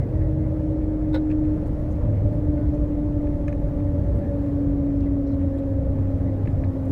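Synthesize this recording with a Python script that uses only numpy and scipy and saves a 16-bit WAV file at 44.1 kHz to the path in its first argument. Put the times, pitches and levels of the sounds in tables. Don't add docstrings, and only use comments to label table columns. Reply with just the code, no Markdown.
import sys
import numpy as np
from scipy import signal
from scipy.io import wavfile
from scipy.ndimage import uniform_filter1d, map_coordinates

SR = 44100
rng = np.random.default_rng(int(sys.argv[2]) if len(sys.argv) > 2 else 0)


def put_to_file(sound):
    columns = np.atleast_2d(sound).T
    safe = np.clip(columns, -1, 1)
    whole_steps = np.round(safe * 32767)
    wavfile.write(sys.argv[1], SR, whole_steps.astype(np.int16))


def volts_from_db(level):
    exponent = np.asarray(level, float) / 20
    return 10 ** exponent


N = 304731
STEP = 256


def evened(x):
    return x / np.sqrt(np.mean(x ** 2) + 1e-20)


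def peaked(x):
    return x / abs(x).max()


def curve(rows, t):
    s, db = np.transpose(rows)
    return np.interp(t, s, db)


def slow_times():
    return np.arange(0, N + STEP, STEP) / SR


def fine(slow):
    return np.interp(np.arange(N) / STEP, np.arange(len(slow)), slow)


def wander(per_s):
    knots = rng.standard_normal(400)
    return map_coordinates(knots, [slow_times() * per_s], order=3)


def bell(t, s, span):
    return np.exp(-.5 * ((t - s) / span) ** 2)


def add(mix, s, sound):
    part = mix[round(s * SR):][:len(sound)]
    part += sound[:len(part)]


def resonate(x, hz, width_hz):
    r = np.exp(-np.pi * width_hz / SR)
    return (1 - r) * signal.lfilter([1, -r], [1, -2 * r * np.cos(2 * np.pi * hz / SR), r * r], x)


def resonate_twice(x, hz, width_hz, second_width_hz):
    return resonate(resonate(x, hz, width_hz), hz, second_width_hz)


def tone(turns, db):
    return np.sqrt(2) * fine(volts_from_db(db)) * np.sin(2 * np.pi * (turns + rng.random()))


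def thump():
    t = np.arange(N) / SR
    return volts_from_db(-12.5) * np.exp(-.5 * (t / 0.0054) ** 2) * np.cos(2 * np.pi * 85 * (t - 0.0024))


# (time [s], level [dB])
WHINE = [(0, -44), (.2, -32), (1.2, -23.5), (1.5, -23.5), (1.72, -34.5), (1.95, -32), (2.12, -41.5),
         (2.4, -28.5), (3.2, -26), (3.55, -34.5), (3.82, -28), (4.16, -41.5), (4.4, -26.5), (4.85, -23),
         (5.45, -25.5), (5.8, -31.5), (6.7, -34.5), (6.91, -29.5)]
STRONG_ORDERS = (6, 6, 6, 12, 12, 12, 12, 141, 141, 141, 142, 142, 142, 144, 144, 144, 144, 144, 216, 144,
                 216, 216, 66, 66, 66, 143, 134, 136)
# (top level [dB], time [s], span [s])
STRONG_SWELLS = [(-32.5, 1.6, 0.68), (-34.5, 3.3, 1.3), (-35, 6.1, 0.99), (-30, 0.98, 0.55),
                 (-30, 3.1, 1.6), (-31.5, 5.2, 0.4), (-30, 4.7, 0.12), (-45.5, 2.9, 0.44), (-38, 5.7, 0.65),
                 (-49, 6.8, 0.23), (-41.5, 3.45, 0.26), (-38.5, 4.3, 0.4), (-53.5, 5.8, 0.76),
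                 (-46.5, 0.3, 0.5), (-45, 2.8, 1.2), (-44.5, 3.4, 0.63), (-40.5, 4.15, 0.72),
                 (-43, 5.6, 0.92), (-63, 1.5, 1.8), (-41.5, 6.85, 0.24), (-59, 3.7, 0.9),
                 (-56.5, 6.3, 0.88), (-47.5, 0.88, 0.8), (-41, 2.5, 0.29), (-39.5, 5.7, 0.7),
                 (-43.5, 2.4, 1.1), (-53, 0.54, 0.4), (-49, 6.75, .2)]
FAINT_ORDERS = (14, 18, 24, 30, 32, 48, 54, 60, 66, 68, 78, 132, 134, 136, 138, 140, 146, 162, 210, 288)
# (top level [dB], time [s], span [s])
FAINT_SWELLS = [(-40.5, 2.1, 4.3), (-40.5, 5.6, 1), (-42.5, 1.2, 2), (-33, 0.6, .6), (-43, 3.3, 3.6),
                (-45, 3.9, 8), (-55.5, 1.1, 0.9), (-44.5, 5.4, 0.4), (-57.5, 1.3, 0.59), (-46, 3.6, 1.3),
                (-46, 2.9, 0.14), (-53, 1.5, 1), (-51.5, 3.3, 3.8), (-49.5, 3.6, 0.49), (-48, 4.4, 0.67),
                (-48.5, 6.5, 0.5), (-47.5, 4.6, 0.14), (-61.5, 2.5, 1.4), (-66, 1.3, 2.7), (-70.5, 5, 5.9)]
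SLOTS_PER_GIRDER = 72
SLOT_HZ, BRAKE_HZ_PER_S, BRAKE_GROWTH_HZ_PER_S2 = 312.9, 5.2, .22


def magnets():
    t = slow_times()
    hz = SLOT_HZ - BRAKE_HZ_PER_S * t - BRAKE_GROWTH_HZ_PER_S2 * t ** 2 + 0.28 * wander(1.477)
    girders = np.cumsum(fine(hz)) / SR / SLOTS_PER_GIRDER
    waver_db = .8 + 1.8 * (t > 6.05)
    slot_turns = SLOTS_PER_GIRDER * girders + fine(0.025 * wander(12.))
    out = tone(slot_turns, curve(WHINE, t) + waver_db * wander(8.0))
    for order, (db, s, span) in zip(STRONG_ORDERS, STRONG_SWELLS):
        fade_db = -30 * (1 - bell(t, s, span))
        out += tone(order * girders, db + fade_db + 1.5 * np.tanh(wander(5.5)))
    for order, (db, s, span) in zip(FAINT_ORDERS, FAINT_SWELLS):
        fade_db = -20 * (1 - bell(t, s, span))
        out += tone(order * girders, db + fade_db + 3.2 * np.tanh(wander(4.)))
    return out


def boom():
    t = slow_times()
    awake = .5 + .5 * np.tanh((t - 5.2) / 0.79)
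    throb = np.cos(2 * np.pi * (t - 1.16) / 0.98)
    throb_db = 4.5 + (1 - 4.5) * awake
    level_db = -35.5 + (-28 + 35.5) * awake + throb_db * throb - 1.06 * wander(6.)
    hz = 96.9 + (2.5 - 1.8 * awake) * wander(3.)
    return tone(np.cumsum(fine(hz)) / SR, level_db)


# (frequency [Hz], width [Hz], level [dB])
PANELS = [
    (576.7, 49.7, 12),
    (672, 10, -4),
    (679, 40, 5),
    (848, 56, 8),
    (1706, 28, 7),
    (2000, 150, 0),
]


def rush(spectrum, control, size, top_share, above_hz, patchy_db):
    frames, hz = 4 * N // size + 5, np.fft.rfftfreq(size, 1 / SR)
    a, b, patches = rng.standard_normal((frames, len(hz), 3)).T
    patches = evened(uniform_filter1d(uniform_filter1d(patches, size=9, axis=0), size=7, axis=1))
    f, db = np.transpose(spectrum)
    shape_db = np.interp(np.log(hz + 1), np.log(f + 1), db)
    for centre, width, gain_db in PANELS:
        shape_db += gain_db / (1 + (2 * (hz - centre) / width) ** 2)
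    top = (hz ** 4 / (hz ** 4 + above_hz ** 4))[:, None]
    tilt_db = (top_share - 1) * curve(control, np.arange(frames) * size / 4 / SR)
    field_db = shape_db[:, None] + top * tilt_db + patchy_db * patches
    spectra = (a + 1j * b) * volts_from_db(field_db)
    return evened(signal.istft(spectra, nperseg=size, noverlap=3 * size // 4)[1][:N])


# (frequency [Hz], density [dB per Hz])
RUMBLE = [(12, -33.5), (30, -17.5), (50, -1.5), (68, -5), (90, 0.5), (120, -7), (140, -7), (165, -10),
          (220, -17), (300, -12), (350, -22), (500, -22.5), (740, -37), (2000, -94.5)]
# (time [s], level [dB])
RIDE = [(0, 1), (.4, 0.5), (1.2, -2.5), (1.85, 0), (2.1, 2), (2.55, 0.5), (2.9, -2), (3.9, -0.5),
        (4.2, 1.5), (4.35, -3), (4.62, 0), (5.3, -2), (5.5, -5), (5.9, -1.5), (6.4, -0.5), (6.75, -1.5),
        (6.86, -4), (6.91, 5.5)]


def rumble():
    noise = rush(RUMBLE, RIDE, size=4096, top_share=0.35, above_hz=140, patchy_db=1.04)
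    return fine(volts_from_db(-24.5 + curve(RIDE, slow_times()))) * noise


# (frequency [Hz], density [dB per Hz])
AIR = [(300, -25), (650, -3.5), (850, -10.5), (1010, -9), (1580, -17), (1920, -17.5), (2770, -28),
       (5000, -35.5), (9480, -41), (15000, -42), (16500, -43.5)]
# (time [s], level [dB])
GUSTS = [(0, -1), (.6, -0.5), (1.1, -2.5), (1.7, 0.5), (2.2, 0.5), (2.9, -1), (3.3, -0.5), (3.9, 0),
         (4.3, 1.5), (4.8, -2.5), (5.3, -2), (5.5, -1), (5.9, -1), (6.2, 0), (6.91, 1.5)]


def air():
    noise = rush(AIR, GUSTS, size=1024, top_share=0.65, above_hz=1000, patchy_db=1.23)
    return fine(volts_from_db(-48.5 + curve(GUSTS, slow_times()) + 0.4 * wander(6.))) * noise


def hums(rows):
    out = np.zeros(N)
    for s, length, db, hz, width_hz in rows:
        hum = resonate_twice(rng.standard_normal(2 * SR), hz, width_hz, 2 * width_hz)
        hum = hum[SR // 2:][:round(length * SR)]
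        add(out, s, volts_from_db(db) * evened(hum) * signal.windows.tukey(len(hum), .6))
    return out


# (start [s], length [s], level [dB], centre [Hz], width [Hz])
SHUDDERS = [(0, .35, -30, 51, 5), (0, 0.51, -34, 129.6, 6), (.45, .5, -32.5, 77.8, 5.4),
            (2.05, 0.44, -28, 103.4, 6.5), (2.098, .6, -32.5, 76, 6.7), (2.598, 0.31, -31.5, 60.7, 5.3),
            (3.5, 0.34, -33, 140, 16), (3.85, 0.7, -39, 240, 30), (3.952, 0.38, -29, 55, 6.4),
            (5.201, 0.59, -29, 87.2, 6.3), (5.699, .45, -29.5, 66.8, 9.9), (6., .7, -37, 264, 44),
            (6.1, 0.73, -33, 87.8, 4.9)]


def shudders():
    return hums(SHUDDERS)


# (start [s], length [s], level [dB], centre [Hz])
SQUEAKS = [(0, 0.052, -58.5, 2020), (.125, 0.22, -64, 1900), (.43, 0.053, -62.5, 2060),
           (4.2, 0.069, -52, 793), (2.57, 0.079, -63, 1480), (4.197, 0.12, -59, 1700),
           (5.015, 0.044, -68, 2690), (5.06, 0.022, -58.5, 2000), (5.262, 0.02, -72, 4110),
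           (5.283, .022, -77, 4200), (5.303, .05, -70.5, 4100), (5.572, 0.015, -68, 3300),
           (5.584, 0.011, -64, 3800), (5.582, .015, -74, 7600), (6.27, 0.035, -59, 2000),
           (6.31, .022, -63, 2000), (6.215, .016, -64, 1900)]
# (start [s], length [s], level [dB], centre [Hz])
RUBS = [(.205, 0.03, -57, 1750), (.81, 0.027, -64.5, 2199), (1.901, 0.038, -69, 6470),
        (1.999, 0.079, -52, 952), (2.12, 0.092, -61.5, 2000), (2.738, .022, -70.5, 6270),
        (5.02, .06, -75, 3200), (5.262, 0.046, -72.5, 5000), (5.3, .04, -75.5, 5400),
        (5.495, 0.025, -78, 5200), (6.636, 0.03, -71, 3900)]
# (start [s], length [s], level [dB], centre [Hz])
SWISHES = [
    (1.296, 0.039, -53.5, 1254),
    (1.655, .035, -69, 7054),
    (2.322, 0.036, -75, 7990),
    (3.484, 0.014, -57, 1500),
    (4.145, 0.055, -72, 9010),
    (5.569, 0.025, -72, 8000),
    (6.468, .055, -75, 5000),
    (6.72, 0.083, -80, 7950),
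    (6.851, .013, -67, 8000),
    (6.873, .052, -70, 7000),
]


def rustles():
    out = np.zeros(N)
    for rows, share, steady in ((SQUEAKS, 0.065, .8), (RUBS, 0.26, 0), (SWISHES, 0.87, 0)):
        for s, length, db, hz in rows:
            grain = rng.standard_normal(8000) * volts_from_db(3.8 * rng.standard_normal(8000))
            puff = evened(resonate_twice(grain, hz, share * hz, 2 * share * hz))
            power = uniform_filter1d(puff ** 2, size=160) + .01
            puff = evened(puff / power ** (steady / 2))[:round(length * SR)]
            add(out, s, volts_from_db(db) * puff * signal.windows.tukey(len(puff), .4))
    return out


# (time [s], sharp level [dB], heavy level [dB])
LATCH_BLOWS = [(1.131, -8.5, -30.5), (1.1398, -11, -19), (1.1418, -4, 0.5), (1.1451, 3.5, -8.5),
               (1.1486, 0, -14), (1.1514, 0, -8), (1.1545, 1, -12), (1.1606, 1, 3.5), (1.164, -11, -11.5),
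               (1.173, -7, -23), (1.179, -10, -22)]
# (frequency [Hz], peak level [dB], 60 dB decay [s])
LATCH_MODES = [(523, -23.5, 0.05), (817, -33.5, 0.022), (885, -34.5, 0.018), (1290, -47, 0.024),
               (1454, -35.5, 0.029), (1720, -40.5, 0.018), (2050, -38, 0.013), (2450, -48.5, 0.0174),
               (3000, -46.5, 0.016), (3300, -47.5, 0.018), (3700, -46.5, 0.013), (3840, -39, 0.011),
               (4930, -53, 0.016), (5240, -56.5, 0.014)]


def latch():
    scrape, push, t = np.zeros(N), np.zeros(N), np.arange(800) / SR
    for s, sharp_db, heavy_db in LATCH_BLOWS:
        grit = rng.standard_normal(len(t)) * (1 - np.exp(-t / 0.00018)) * np.exp(-t / 0.0022)
        add(scrape, s, volts_from_db(sharp_db) * grit)
        shove = (1 + 0.27 * rng.standard_normal(len(t))) * np.exp(-t / 0.00017)
        add(push, s, volts_from_db(heavy_db) * shove)
    late = np.maximum(np.arange(N) / SR - LATCH_BLOWS[3][0], 0)
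    out = np.zeros(N)
    for hz, db, t60 in LATCH_MODES:
        drive = push if hz < 1100 else scrape * volts_from_db(-.06 * hz * late)
        out += volts_from_db(db) * peaked(resonate_twice(drive, hz, 2.4 / t60, 5 / t60))
    tiring = scrape * volts_from_db(-450. * late)
    crack = resonate_twice(scrape, 2200, 2500, 5000)
    hiss = resonate_twice(tiring, 7730, 500, 500)
    return out + volts_from_db(-58) * peaked(hiss) + volts_from_db(-44.0) * peaked(crack) + volts_from_db(-48) * peaked(tiring)


# (start [s], length [s], level [dB], centre [Hz], width [Hz])
BUZZES = [(3.8, 0.0088, -58, 2100, 400), (6.4762, .003, -46, 1800, 500), (1.3015, .005, -54, 2400, 250),
          (1.311, .008, -50, 2350, 200), (1.142, .012, -48.5, 2040, 122), (1.143, .024, -38, 522, 15),
          (1.15, .009, -59, 5350, 200), (1.168, .007, -53, 3800, 500), (6.456, 0.0067, -52, 1800, 500),
          (3.479, 0.006, -54, 1600, 400), (5.268, .02, -70, 5600, 800), (6.643, .01, -67, 4000, 600)]


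def buzzes():
    return hums(BUZZES)


# (time [s], peak level [dB], ring [Hz], half length [s], sharp edge relative level [dB])
CLICKS = [(1.302, -45, 1720, .0012, -27), (1.315, -44, 1700, 0.0014, -24),
          (1.452, -47.5, 1750, 0.0019, -26), (2.579, -47, 1490, 0.0044, -36),
          (3.272, -46, 1720, 0.0021, -30), (3.4826, -33, 1740, 0.0024, -25),
          (3.528, -38.5, 1730, 0.002, -26), (5.007, -51, 3840, .0004, -16.5),
          (5.416, -48, 1600, .0012, -26.5), (6.4747, -37.5, 1780, 0.0015, -35),
          (6.639, -37.5, 1650, 0.002, -40), (6.643, -47, 1700, 0.0027, -36)]
SHELL = [
    (.7, 0.27),
    (1., 0.52),
    (1.21, 0.33),
    (1.42, 0.43),
    (1.7, 0.1),
    (2.3, 0.06),
    (3.7, 0.056),
]


def clicks():
    out, t = np.zeros(N), np.arange(-300, 700) / SR
    for s, db, hz, spread, edge_db in CLICKS:
        u = np.where(t < 0, t / .75, t) / spread
        top = volts_from_db(edge_db + 25)
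        ring = np.zeros(len(t))
        for ratio, share in SHELL:
            level = share * (top if ratio > 2 else 1)
            swell = np.exp(-.5 * u ** 2 * ratio ** 1.5)
            ring += level * swell * np.cos(2 * np.pi * ratio * hz * t + .35 * rng.standard_normal())
        edge = evened(resonate_twice(rng.standard_normal(len(t)), 6000, 3500, 5000))
        edge = edge * np.exp(-abs(t + .001) / 0.003)
        add(out, s + t[0], volts_from_db(db) * (ring + volts_from_db(edge_db) * edge))
    return out


def cabin_echo(x, t60, delay_s):
    t = np.arange(SR // 4) / SR
    tail = rng.standard_normal(len(t)) * volts_from_db(-60 * t / t60) * (t > delay_s)
    tail = resonate(tail, 3000, 7000)
    return signal.fftconvolve(x, tail / np.linalg.norm(tail))[:N]


def scene():
    train = thump() + magnets() + boom() + rumble() + air() + shudders()
    near = rustles() + latch() + clicks()
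    echo = volts_from_db(-14.5) * cabin_echo(near, t60=0.09, delay_s=0.004)
    return (train + near + echo + buzzes())[None]


def roll_off(x):
    return signal.sosfilt(signal.butter(12, 16850, fs=SR, output="sos"), x)


def record(dry):
    taps = signal.firwin(1023, 15720, window=("kaiser", 9), fs=SR)
    limited = signal.oaconvolve(np.pad(dry[0], 511, "reflect"), taps, "valid")
    return roll_off(limited[None])


dry = scene()
out = record(dry)
put_to_file(out)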